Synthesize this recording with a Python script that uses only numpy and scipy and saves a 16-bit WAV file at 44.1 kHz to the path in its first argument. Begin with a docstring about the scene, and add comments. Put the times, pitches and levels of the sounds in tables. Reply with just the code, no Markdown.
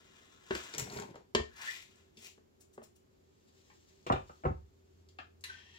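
"""A kitchen, heard on a stereo pair of microphones with the work a little to the left; a motor hums.
A hand pushes chopped onion along a plastic cutting board, the board knocks on an empty metal pot, and
the wet pieces patter in, ringing its bottom and the air inside. After a soft rub the board knocks again,
the palm wipes it and the fingers flick clean. At 4 s the board claps down on the wooden table. Last, as
the hum grows, something nearby is picked up and slid along with a short squeak."""
import sys
import numpy as np
from scipy import signal
from scipy.io import wavfile

SR = 44100
rng = np.random.default_rng(int(sys.argv[2]) if len(sys.argv) > 2 else 0)


def digitize_waveform(pressure):
    """Quantize a signal to 16-bit integers and store it at the path in sys.argv[1].

    Rows of a 2-D input are taken as channels; values are limited to [-1, 1].
    """
    field = np.atleast_2d(pressure).T
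    bounded = np.clip(field, -1, 1)
    quanta = np.round(bounded * 32767).astype(np.int16)
    wavfile.write(sys.argv[1], SR, quanta)


N = 255102
TIME = np.arange(N) / SR
TAIL = TIME[:SR // 2]  # time axis of one blow or room echo

# Onion into the pot. Handfuls slither off the edge: peak_s, attack_s, hold_s, release_s, level_db
SLITHERS = [(.795, 0.021, 0.016, 0.065, -41.5), (.92, .15, 0.073, 0.12, -55)]
# the soft heap tumbles over the bottom: peak_s, attack_s, hold_s, release_s, level_db
TUMBLE = (0.81, 0.14, 0.28, 0.2, -50)
# pot resonances stirred by the heap: pitch_hz, width_hz, level_db
TUMBLE_PEAKS = [(167.7, 110, -1), (414, 88, -2), (730, 290, -9), (1050, 99, -9.5)]
# big clumps land: start_s, cutoff_hz, splat_db, bottom_db, air_db
CLUMPS = [(0.7382, 5000, -41, -78, -48), (.747, 5850, -40.5, -51, -43), (.775, 1200, -55, -48, -44),
          (0.781, 15500, -34, -50, -55), (.796, 9000, -36, -38, -38.5), (.819, 900, -53, -34, -45),
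          (0.865, 2000, -49, -47.5, -51.5), (0.903, 1500, -50, -53, -51), (.923, 7000, -50.5, -50.5, -44),
          (.963, 1100, -39, -38, -35), (.986, 1200, -31, -36.5, -45), (.998, 7000, -44.5, -51.5, -47.5),
          (1.022, 3000, -45, -49, -46), (1.05, 1500, -55, -52.5, -53)]
# firm pieces tick on the wall: start_s, cutoff_hz, splat_db, wall_db
WALL_TICKS = [(.7385, 9000, -57.5, -43), (.8995, 9000, -56, -41), (.9725, 9000, -56, -40),
              (1.0215, 9000, -54.5, -45)]
# spectrum of wet onion in contact: frequency_hz, density_db
SPLAT = [(40, -22.5), (200, 0.5), (500, -1), (1000, -3.5), (2000, 4), (4000, -3.5), (7000, 7), (9000, 1),
         (15000, -1)]
# modes of the pot's bottom, the air inside and the wall: pitch_hz, level_db, t60_s
POT_BOTTOM = [(86, -15, .09), (132, 2.5, 0.064), (211, -6.5, 0.073), (311.3, -7.5, 0.023)]
POT_AIR = [(415, 0, .1), (620, -12, .12), (950, -10, .09), (1090, -12, .09)]
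POT_WALL = [(3982, -3, .008), (4370, 0.5, .012), (4900, -7, 0.01)]
PIECE_COUNT, PATTER_START_S, PATTER_LENGTH_S, PATTER_SPREAD_DB = 26, .81, 0.18, 3.5
PIECE_CUTOFF_HZ, PIECE_SPLAT_DB, PIECE_BOTTOM_DB, PIECE_AIR_DB = 2200, -49.5, -58, -59
PLOP_LOW_HZ, PLOP_HIGH_HZ, PLOP_CYCLES, PLOP_DB = 300, 780, 16, -5.5  # level against the pot's air

# Board knocks on the pot's rim; near 1.15 s, a soft, longer rub:
# start_s, cutoff_hz, crack_db, board_db, pot_db, board_midrange_db
KNOCKS_AND_RUB = [(.5072, 2600, -34, -19.5, -45, -30.5), (.5505, 11300, -38.5, -43, -55, -41),
                  (1.3487, 6600, -26, -18, -29, -50), (1.142, 700, -41.5, -58, -58, -70),
                  (1.157, 1020, -41.5, -55, -57, -67), (1.176, 690, -50, -62, -78, -72),
                  (2.173, 169, -70.5, -50, -48, -80), (2.377, 994, -59.5, -57.5, -68, -63),
                  (2.777, 750, -41.5, -43, -50.5, -51), (2.816, 905, -47, -54, -70, -55)]
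# the weaker, softer rebound after each contact: delay_s, loss_db, cutoff_ratio
REBOUND = (0.049, 13, 0.2)
# the pot rocks after the two hardest knocks: start_s, cutoff_hz, crack_db, table_db
POT_ROCKS = [(.525, 200, -48, -43), (.556, 250, -56, -46), (1.352, 350, -48, -35.5),
             (1.396, 250, -57.5, -31)]
# board onto the table: start_s, cutoff_hz, crack_db, board_db, table_db, clap_db, edge_db, clap_hz
BOARD_LANDINGS = [(4.0651, 4000, -42, -34.5, -60, -32, -47, 490),
                  (4.0987, 1840, -23, -30, -38, -21, -60, 1020),
                  (4.1218, 14000, -30, -25.5, -36, -22.5, -44.5, 773),
                  (4.157, 3520, -44, -41, -43, -32, -50, 510), (4.294, 2430, -50, -70, -60, -43, -65, 1240),
                  (4.436, 1500, -38.5, -54, -51.5, -31.5, -43, 797),
                  (4.451, 2400, -29.5, -44, -34, -23.5, -66, 488),
                  (4.4561, 682, -36.5, -31.5, -26, -50, -56, 480),
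                  (4.499, 320, -30.5, -45.5, -43.5, -44, -77, 480)]
# modes of the plastic board, the metal pot and the wooden table: pitch_hz, level_db, t60_s
BOARD_MODES = [(230.6, -12, 0.043), (386.8, -2, 0.055), (625.5, -7, 0.027), (937, -20, .04),
               (1020, -11.5, 0.04), (1884, -16.5, .03), (3250, -16, 0.016)]
BOARD_MIDRANGE = [(1090, -3, .025), (1540, 2, .05), (1700, 0, .04)]
BOARD_EDGE = [(2380, -2, .05), (2540, 0, .06), (2720, -3, .05), (2850, -1, .06), (3060, -3, .06),
              (3570, -4, .06)]
POT_MODES = [(231, -5, .27), (372, -11, .16), (419, 5, .18), (601, -10, .18), (694, -11, .14),
             (926, -20, .14), (996, -16, .2), (1254, -22, .25), (1330, -21, .18), (1825, -5, .2),
             (2180, -15, .1), (2299, -21, .2), (3208, -18, .17), (3440, -22, .16), (3919, -15, .11),
             (4140, -16, .09)]
TABLE_MODES = [(54, -15, .36), (74, 1, .38), (92, -2, .22), (143, -2, .17), (165, -4, .1), (237, -8, .14),
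               (382, -11, .2), (468, -13, .17), (520, -12, .18), (741, -12, .17), (867, -18, .13),
               (969, -14, .14)]
# spectra of the dense, short-lived modes at rim and table: frequency_hz, density_db
RIM_CRACK = [(40, -25), (100, -14), (285, -6), (400, -2), (570, 1.5), (800, -3), (1140, .5), (1600, -1),
             (2300, -3), (3400, 0), (4600, -4.5), (6500, -5.5), (9500, -15), (15000, -14)]
TABLE_CRACK = [(35, -42.5), (80, 1.5), (200, 0.5), (400, -2), (570, -1), (850, 0), (1200, -3.5),
               (1600, -12.5), (2200, -17.5), (3000, -19), (4500, -30), (7000, -29.5), (10000, -41.5),
               (15000, -38)]
LOADED_RING = 0.37  # share of its ring time that the table keeps under the pressed-down pot
CLAP_T60_S = 0.031

# Hand on the board, pushing onion, then wiping: peak_s, attack_s, hold_s, release_s, level_db
PUSHES = [(0, .05, 0.3, 1, -67.5), (.555, 0.17, 0.017, 0.23, -48), (.62, 0.12, 0.12, 0.25, -55),
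          (1.95, 0.18, 0.023, 0.34, -70.5)]
PALM_WIPE = (1.625, .14, .115, .22, -50)
FINGER_WIPES = [(2.177, .03, .02, .1, -64), (2.24, .1, .03, .075, -54.5)]
# wet fingers rubbed clean: centre_s, level_db, half_length_s
FLICKS = [(2.613, -57.5, 0.0064), (2.743, -64, 0.0084), (2.837, -56, 0.006), (2.962, -63.5, 0.0053)]
# spectra of the skin's friction in these four movements: frequency_hz, density_db
PUSH_RUB = [(100, -5), (300, 6), (700, 1), (1100, 5), (1600, 7.5), (2400, 1.5), (3600, 6), (5000, -7.5),
            (7300, 4.5), (9000, -8), (11500, -27.5), (15000, -7)]
PALM_RUB = [(400, -15), (750, -9), (1100, -8), (1700, -3.5), (2500, 5), (3600, 0), (5000, -4), (7200, -2.5),
            (9000, -8.5), (11500, -10.5), (15000, -13)]
FINGER_RUB = [(1000, -6.5), (1600, -9.5), (2300, 2), (3300, 1), (4500, -1.5), (7200, 3), (9000, -2.5),
              (11500, -11), (15000, -4)]
FLICK_RUB = [(2000, -12.5), (4500, -7), (7200, -1.5), (8800, 3.5), (11500, -23.5), (15000, -1)]
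# air resonances under the palm: start_pitch_hz, width_hz, peak_s, attack_s, hold_s, release_s, level_db
PALM_HOLLOW = [(1028, 420, 1.605, 0.077, 0.027, 0.12, -56.5), (1650, 470, 1.62, 0.19, 0.092, 0.099, -54),
               (1616, 190, 1.682, .04, 0.0069, 0.036, -40)]
HOLLOW_START_S, HOLLOW_OCTAVES_PER_S = 1.6, 2.5

# Nearby, a small hard thing is picked up: start_s, cutoff_hz, crack_db, ring_db
PICK_UP = [(5.4385, 14100, -45, -49), (5.4445, 14000, -66, -65)]
# its modes: pitch_hz, level_db, t60_s
PICK_MODES = [(2010, -8.5, 0.15), (2036, 2, 0.066), (3020, -11, 0.091), (3610, -3.5, 0.073),
              (3944, 3.5, 0.092), (4220, -6, 0.099)]
# dull clacks: start_s, cutoff_hz, crack_db
CLACKS = [(3.7, 3500, -62.5), (5.186, 5950, -45)]
# contact spectra of the pick-up and the clacks: frequency_hz, density_db
PICK_CRACK = [(500, -31), (1100, 0), (1900, 9.5), (2600, 2), (3900, 0), (5500, -4), (7000, -1), (9500, 3),
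              (15000, -11)]
CLACK_CRACK = [(300, -6), (550, -23), (800, 3), (1200, -2), (1800, -1.5), (2600, -4), (3600, -14.5),
               (5000, -15), (7000, -30), (10000, -47)]
# two sliding pulls, and a squeak where the thing sticks: peak_s, attack_s, hold_s, release_s, level_db
SLIDES = [(5.48, 0.05, .01, 0.71, -59.5), (5.77, 0.27, .05, .3, -61.5)]
SQUEAK = (5.495, .012, .014, .012, -47.5)
SQUEAK_HZ = 1530
# resonances stirred by the slide: pitch_hz, width_hz, level_db
SLIDE_PEAKS = [(910, 300, 0), (1844, 130, 12), (2650, 370, 6), (3210, 120, 12), (3910, 880, 0),
               (5730, 720, 3), (6430, 2100, -5.5)]
# light clicks of things handled: start_s, level_db, centre_hz
CLICKS = [(1.154, -65, 4830), (1.956, -71, 6400), (2.171, -59, 3500), (4.0655, -58, 5500),
          (4.0682, -51.5, 2500), (5.087, -66.5, 4440), (5.408, -66.5, 6900), (5.438, -51, 3800)]
# the sleeve moves with the arm: peak_s, attack_s, hold_s, release_s, level_db
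SLEEVE_MOVES = [(3.6, 0.86, 0.87, 0.3, -74.5), (4.9, 0.83, 0.044, 1.3, -84)]
# spectrum of rustling cloth: frequency_hz, density_db
CLOTH_RUB = [(800, -4), (2000, -4), (3500, -1), (5500, 0), (7000, -1), (8500, -10), (15000, -12)]

# Room tone of the kitchen: frequency_hz, density_db
ROOM_TONE = [(15, -42), (25, -8), (92, -3.5), (217, -8), (270, -9), (384, -8), (476, -13), (641, -13),
             (754, -15.5), (1610, -24), (6740, -30), (9570, -36.5), (14800, -28), (16000, -43)]
# the appliance motor's hum over time: time_s, level_db
HUM_LEVELS = [(0, -80), (4.0, -75.5), (4.7, -71.5), (5.0, -64), (5.78, -68)]
# resonances of its fan: pitch_hz, width_hz, level_db
FAN_PEAKS = [(213.4, 42, -7.5), (384.2, 18, 1)]
ROOM_TONE_DB, FAN_DB, HUM_HZ = -70, -71, 85
# decay of the kitchen's reverberation: frequency_hz, t60_s
ROOM_T60 = [(60, 0.35), (400, 0.23), (1200, 0.23), (4000, 0.25), (8000, 0.28), (15000, 0.14)]
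# its colour, before each source's wet_db is added: frequency_hz, level_db
ROOM_COLOUR = [(60, -13.5), (200, -17), (400, -5), (900, -3), (3000, -1.5), (8000, -6.5), (15000, -4)]
# likeness of diffuse sound in the left and right channels, widened in the midrange: frequency_hz, correlation
MIC_LIKENESS = [(60, 0.58), (180, 1), (370, 0.036), (700, -0.74), (1400, -0.32), (3000, -0.1),
                (6000, -0.027)]
# narrow resonances of the microphone ports: pitch_hz, width_hz, level_db
MIC_PEAKS = [(7125, 45, 1), (7270, 60, -1)]
SHADOW_HZ, LOW_CUT_HZ, HIGH_CUT_HZ = 695, 39, 15800
TREBLE_STEP_HZ, TREBLE_STEP_DB = 8000, -5

CONTACT_S, SWELL_CYCLES = 0.0003, .45  # build-up of a crack and of a struck mode
MODE_SPREAD_DB = 1  # each mode's strength varies from blow to blow
STROKE_DEPTH_DB = 30  # level covered in one attack or release time
EDGES_HZ = 30 * 2 ** np.arange(0, 9.6, .5)
# half-octave bands: centre_hz, spectrum_share, filter_sos
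BANDS = [(np.sqrt(lo * hi), 2 * (hi - lo) / SR, signal.butter(2, [lo, hi], "band", fs=SR, output="sos"))
         for lo, hi in zip(EDGES_HZ, EDGES_HZ[1:])]


def from_db(db):
    """Decibels to gain."""
    return 10 ** (np.asarray(db) / 20)


def rms_one(x):
    """Scale to rms 1."""
    return x / np.sqrt(np.mean(x ** 2) + 1e-20)


def at_hz(points, hz):
    """Read a table on a log-frequency axis."""
    frequencies, values = np.transpose(points)
    return np.interp(np.log(hz), np.log(frequencies), values)


def add(track, start_s, sound):
    """Mix a sound in at a time."""
    start = round(start_s * SR)
    track[start:start + len(sound)] += sound[:N - start]


def filtered(x, kind, hz, order):
    """Butterworth low-pass or high-pass."""
    return signal.sosfilt(signal.butter(order, hz, kind, fs=SR, output="sos"), x)


def resonance(x, hz, width_hz):
    """The part of a signal that one resonance passes."""
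    return signal.lfilter(*signal.iirpeak(hz, hz / width_hz, SR), x)


def resonate(x, peaks):
    """Parallel resonances of alternating sign; rms 1."""
    return rms_one(sum((-1) ** k * from_db(db) * resonance(x, hz, width_hz)
                       for k, (hz, width_hz, db) in enumerate(peaks)))


def coloured(spectrum, source):
    """Give a source a spectrum; neighbouring bands take its two rows in turn; rms 1."""
    out = 0
    for k, (hz, share, sos) in enumerate(BANDS):
        band = rms_one(signal.sosfilt(sos, source[k % 2] + 1e-18))
        out += from_db(at_hz(spectrum, hz)) * np.sqrt(share) * band
    return rms_one(out)


def strokes(rows):
    """Gain in time of rubbing movements that swell to their peak, hold and die away."""
    power = np.zeros(N)
    for peak_s, attack_s, hold_s, release_s, db in rows:
        away = np.maximum((peak_s - TIME) / attack_s, (TIME - peak_s - hold_s) / release_s).clip(0, 5)
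        power += from_db(db - STROKE_DEPTH_DB * away) ** 2
    return np.sqrt(power)


def friction(grain_db, slips_per_s):
    """Two rows of noise whose strength jumps from one tiny slip to the next."""
    slip = np.cumsum(rng.random(N) < slips_per_s / SR)
    return rng.standard_normal((2, N)) * from_db(grain_db * rng.standard_normal(N).clip(-2, 2))[slip]


def whistle(hz, width_hz):
    """A narrow band of noise about a pitch that may move; rms 1."""
    waver = filtered(rng.standard_normal((2, N)), "low", width_hz / 2, order=2)
    carrier = np.exp(2j * np.pi * np.cumsum(hz * np.ones(N)) / SR)
    return rms_one(np.real((waver[0] + 1j * waver[1]) * carrier))


def crack(spectrum, t60_s):
    """Many close modes swell during contact and die at once; the energy of 10 ms at rms 1."""
    burst = rng.standard_normal((2, len(TAIL))) * from_db(-60 * TAIL / t60_s)
    swell = 1 - np.exp(-TAIL / CONTACT_S)
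    return coloured(spectrum, burst * swell) / np.sqrt(100 * TAIL[-1])


def blows(rows, spectrum, bodies, crack_t60_s, order=2):
    """Each blow cracks and rings the bodies; a soft contact has a low cutoff and loses its treble."""
    out = np.zeros(N)
    for start_s, cutoff_hz, crack_db, *bodies_db in rows:
        sound = from_db(crack_db) * crack(spectrum, crack_t60_s)
        for modes, body_db in zip(bodies, bodies_db):
            for hz, db, t60_s in modes:
                level_db = body_db + db + MODE_SPREAD_DB * rng.standard_normal()
                swell = 1 - np.exp(-hz * TAIL / SWELL_CYCLES)
                sound += from_db(level_db - 60 * TAIL / t60_s) * swell * np.sin(2 * np.pi * hz * TAIL)
        add(out, start_s, filtered(sound, "low", cutoff_hz, order))
    return out


def diffuse(hz, sos, envelope):
    """A band of noise arriving from all sides at the two microphones; rms 1."""
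    alike = at_hz(MIC_LIKENESS, hz)
    mid, side = map(rms_one, signal.sosfilt(sos, rng.standard_normal((2, len(envelope))) * envelope))
    return rms_one(np.sqrt(1 + alike) * mid + np.sqrt(1 - alike) * side * np.array([[1], [-1]]))


def kitchen(x, wet_db, pan_db, lag_ms, gap_s=0.0012):
    """Sound reaches the left microphone first and brighter; the walls answer with a diffuse tail."""
    build_up = 1 - np.exp(-(TAIL / gap_s) ** 2)
    tail = 0
    for hz, share, sos in BANDS:
        envelope = build_up * from_db(-60 * TAIL / at_hz(ROOM_T60, hz))
        tail += from_db(at_hz(ROOM_COLOUR, hz)) * np.sqrt(share / len(TAIL)) * diffuse(hz, sos, envelope)
    direct = np.array([x, np.interp(TIME - lag_ms / 1000, TIME, x)])
    heard = direct + from_db(wet_db) * signal.fftconvolve(x[None], tail, axes=1)[:, :N]
    # long waves bend round the recorder, so only the treble is louder on one side
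    bass = filtered(heard, "low", SHADOW_HZ, order=1)
    return bass + (heard - bass) * from_db([[pan_db / 2], [-pan_db / 2]])


def onion():
    """Wet onion slithers off the board, splats on the pot's bottom, rings its air and ticks its wall."""
    out = strokes(SLITHERS) * coloured(SPLAT, friction(grain_db=5.5, slips_per_s=1000))
    out += strokes([TUMBLE]) * resonate(friction(grain_db=6, slips_per_s=300)[0], TUMBLE_PEAKS)
    share_fallen = (np.arange(PIECE_COUNT) + rng.random(PIECE_COUNT)) / PIECE_COUNT
    starts_s = PATTER_START_S + PATTER_LENGTH_S * np.sqrt(share_fallen)  # ever denser
    sizes_db = PATTER_SPREAD_DB * rng.standard_normal(PIECE_COUNT)
    pieces = [(start_s, PIECE_CUTOFF_HZ, PIECE_SPLAT_DB + db, PIECE_BOTTOM_DB + db, PIECE_AIR_DB + db)
              for start_s, db in zip(starts_s, sizes_db)]
    for landing in CLUMPS + pieces:
        plop_hz = PLOP_LOW_HZ * (PLOP_HIGH_HZ / PLOP_LOW_HZ) ** rng.random()  # a wet note of its own
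        plop = [(plop_hz, PLOP_DB, PLOP_CYCLES / plop_hz)]
        out += blows([landing], SPLAT, [POT_BOTTOM, POT_AIR + plop], crack_t60_s=0.017)
    out += blows(WALL_TICKS, SPLAT, [POT_WALL], crack_t60_s=0.01185)
    return kitchen(out, wet_db=1.5, pan_db=5, lag_ms=.26)


def knocks_and_rub():
    """The board knocks on the rim and rebounds, the pot rocks; near 1.15 s comes a soft, longer rub."""
    delay_s, loss_db, cutoff_ratio = REBOUND
    rebounds = [(start_s + delay_s, cutoff_hz * cutoff_ratio, *(db - loss_db for db in levels_db))
                for start_s, cutoff_hz, *levels_db in KNOCKS_AND_RUB]
    bodies = [BOARD_MODES, POT_MODES, BOARD_MIDRANGE]
    contacts = blows(KNOCKS_AND_RUB + rebounds, RIM_CRACK, bodies, crack_t60_s=0.024)
    loaded_table = [(hz, db, t60_s * LOADED_RING) for hz, db, t60_s in TABLE_MODES]
    rocking = blows(POT_ROCKS, TABLE_CRACK, [loaded_table], crack_t60_s=0.0271)
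    return kitchen(contacts + rocking, wet_db=0, pan_db=4, lag_ms=.22)


def board_laid_down():
    """One edge lands and bounces, then the board falls flat; each landing claps on trapped air."""
    out = np.zeros(N)
    for *landing, clap_hz in BOARD_LANDINGS:
        bodies = [BOARD_MODES, TABLE_MODES, [(clap_hz, 0, CLAP_T60_S)], BOARD_EDGE]
        out += blows([landing], TABLE_CRACK, bodies, crack_t60_s=0.048, order=4)
    return kitchen(out, wet_db=2, pan_db=1.5, lag_ms=0.411)


def hand():
    """Skin drags over the wet board in tiny slips, pushing and wiping; the fingers flick clean."""
    out = strokes(PUSHES) * coloured(PUSH_RUB, friction(grain_db=3.2, slips_per_s=500))
    out += strokes([PALM_WIPE]) * coloured(PALM_RUB, friction(grain_db=3.5, slips_per_s=400))
    out += palm_hollow()
    out += strokes(FINGER_WIPES) * coloured(FINGER_RUB, friction(grain_db=4, slips_per_s=500))
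    flicks = sum(from_db(db) * np.exp(-.5 * ((TIME - centre_s) / half_length_s) ** 2)
                 for centre_s, db, half_length_s in FLICKS)
    out += flicks * coloured(FLICK_RUB, friction(grain_db=2.5, slips_per_s=1500))
    return kitchen(out, wet_db=4, pan_db=5, lag_ms=.2)


def palm_hollow():
    """The hollow under the palm shrinks, so its air rings ever higher, briefly narrow as it seals."""
    rise = 2 ** (HOLLOW_OCTAVES_PER_S * (TIME - HOLLOW_START_S).clip(0, .5))
    return sum(strokes([stroke]) * whistle(hz * rise, width_hz) for hz, width_hz, *stroke in PALM_HOLLOW)


def handling():
    """Nearby, a sleeve rustles, things click and clack, and one is picked up, slid along and squeaks."""
    out = strokes(SLEEVE_MOVES) * coloured(CLOTH_RUB, friction(grain_db=3, slips_per_s=150))
    out += light_clicks()
    out += blows(PICK_UP, PICK_CRACK, [PICK_MODES], crack_t60_s=0.026)
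    out += blows(CLACKS, CLACK_CRACK, [], crack_t60_s=0.028)
    out += strokes(SLIDES) * resonate(friction(grain_db=2.5, slips_per_s=500)[0], SLIDE_PEAKS)
    out += strokes([SQUEAK]) * whistle(SQUEAK_HZ, width_hz=48)
    return kitchen(out, wet_db=5.5, pan_db=4, lag_ms=.25)


def light_clicks(width_octaves=0.5):
    """Each light contact is a short crack with one broad peak in its spectrum."""
    out = np.zeros(N)
    for start_s, db, centre_hz in CLICKS:
        spectrum = [(hz, -20 * np.log10(1 + (np.log2(hz / centre_hz) / width_octaves) ** 2))
                    for hz in EDGES_HZ]
        add(out, start_s, from_db(db) * crack(spectrum, t60_s=0.025))
    return out


def background():
    """Room tone from all sides, with an appliance's wavering motor hum and the rush of its fan."""
    air = rms_one(sum(from_db(at_hz(ROOM_TONE, hz)) * np.sqrt(share) * diffuse(hz, sos, np.ones(N))
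                      for hz, share, sos in BANDS))
    hum_db = np.interp(TIME, *np.transpose(HUM_LEVELS), right=-200)
    motor = np.sqrt(2) * np.sin(2 * np.pi * HUM_HZ * TIME) + 0.33 * whistle(HUM_HZ, width_hz=38)
    fan = np.array([resonate(white, FAN_PEAKS) for white in rng.standard_normal((2, N))])
    return from_db(ROOM_TONE_DB) * air + from_db(hum_db) * motor + from_db(FAN_DB) * fan


def scene():
    """The whole kitchen as it arrives at the microphone pair."""
    return knocks_and_rub() + board_laid_down() + onion() + hand() + handling() + background()


def record(dry):
    """The microphone ports ring; the top octave is a step lower; deep bass and the very top are cut."""
    ported = dry + sum(from_db(db) * resonance(dry, hz, width_hz) for hz, width_hz, db in MIC_PEAKS)
    low, high = (filtered(ported, kind, TREBLE_STEP_HZ, order=13) for kind in ("low", "high"))
    trimmed = filtered(low + from_db(TREBLE_STEP_DB) * high, "high", LOW_CUT_HZ, order=4)
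    return signal.sosfilt(signal.ellip(10, .2, 70, HIGH_CUT_HZ, fs=SR, output="sos"), trimmed)


dry = scene()
out = record(dry)
digitize_waveform(out)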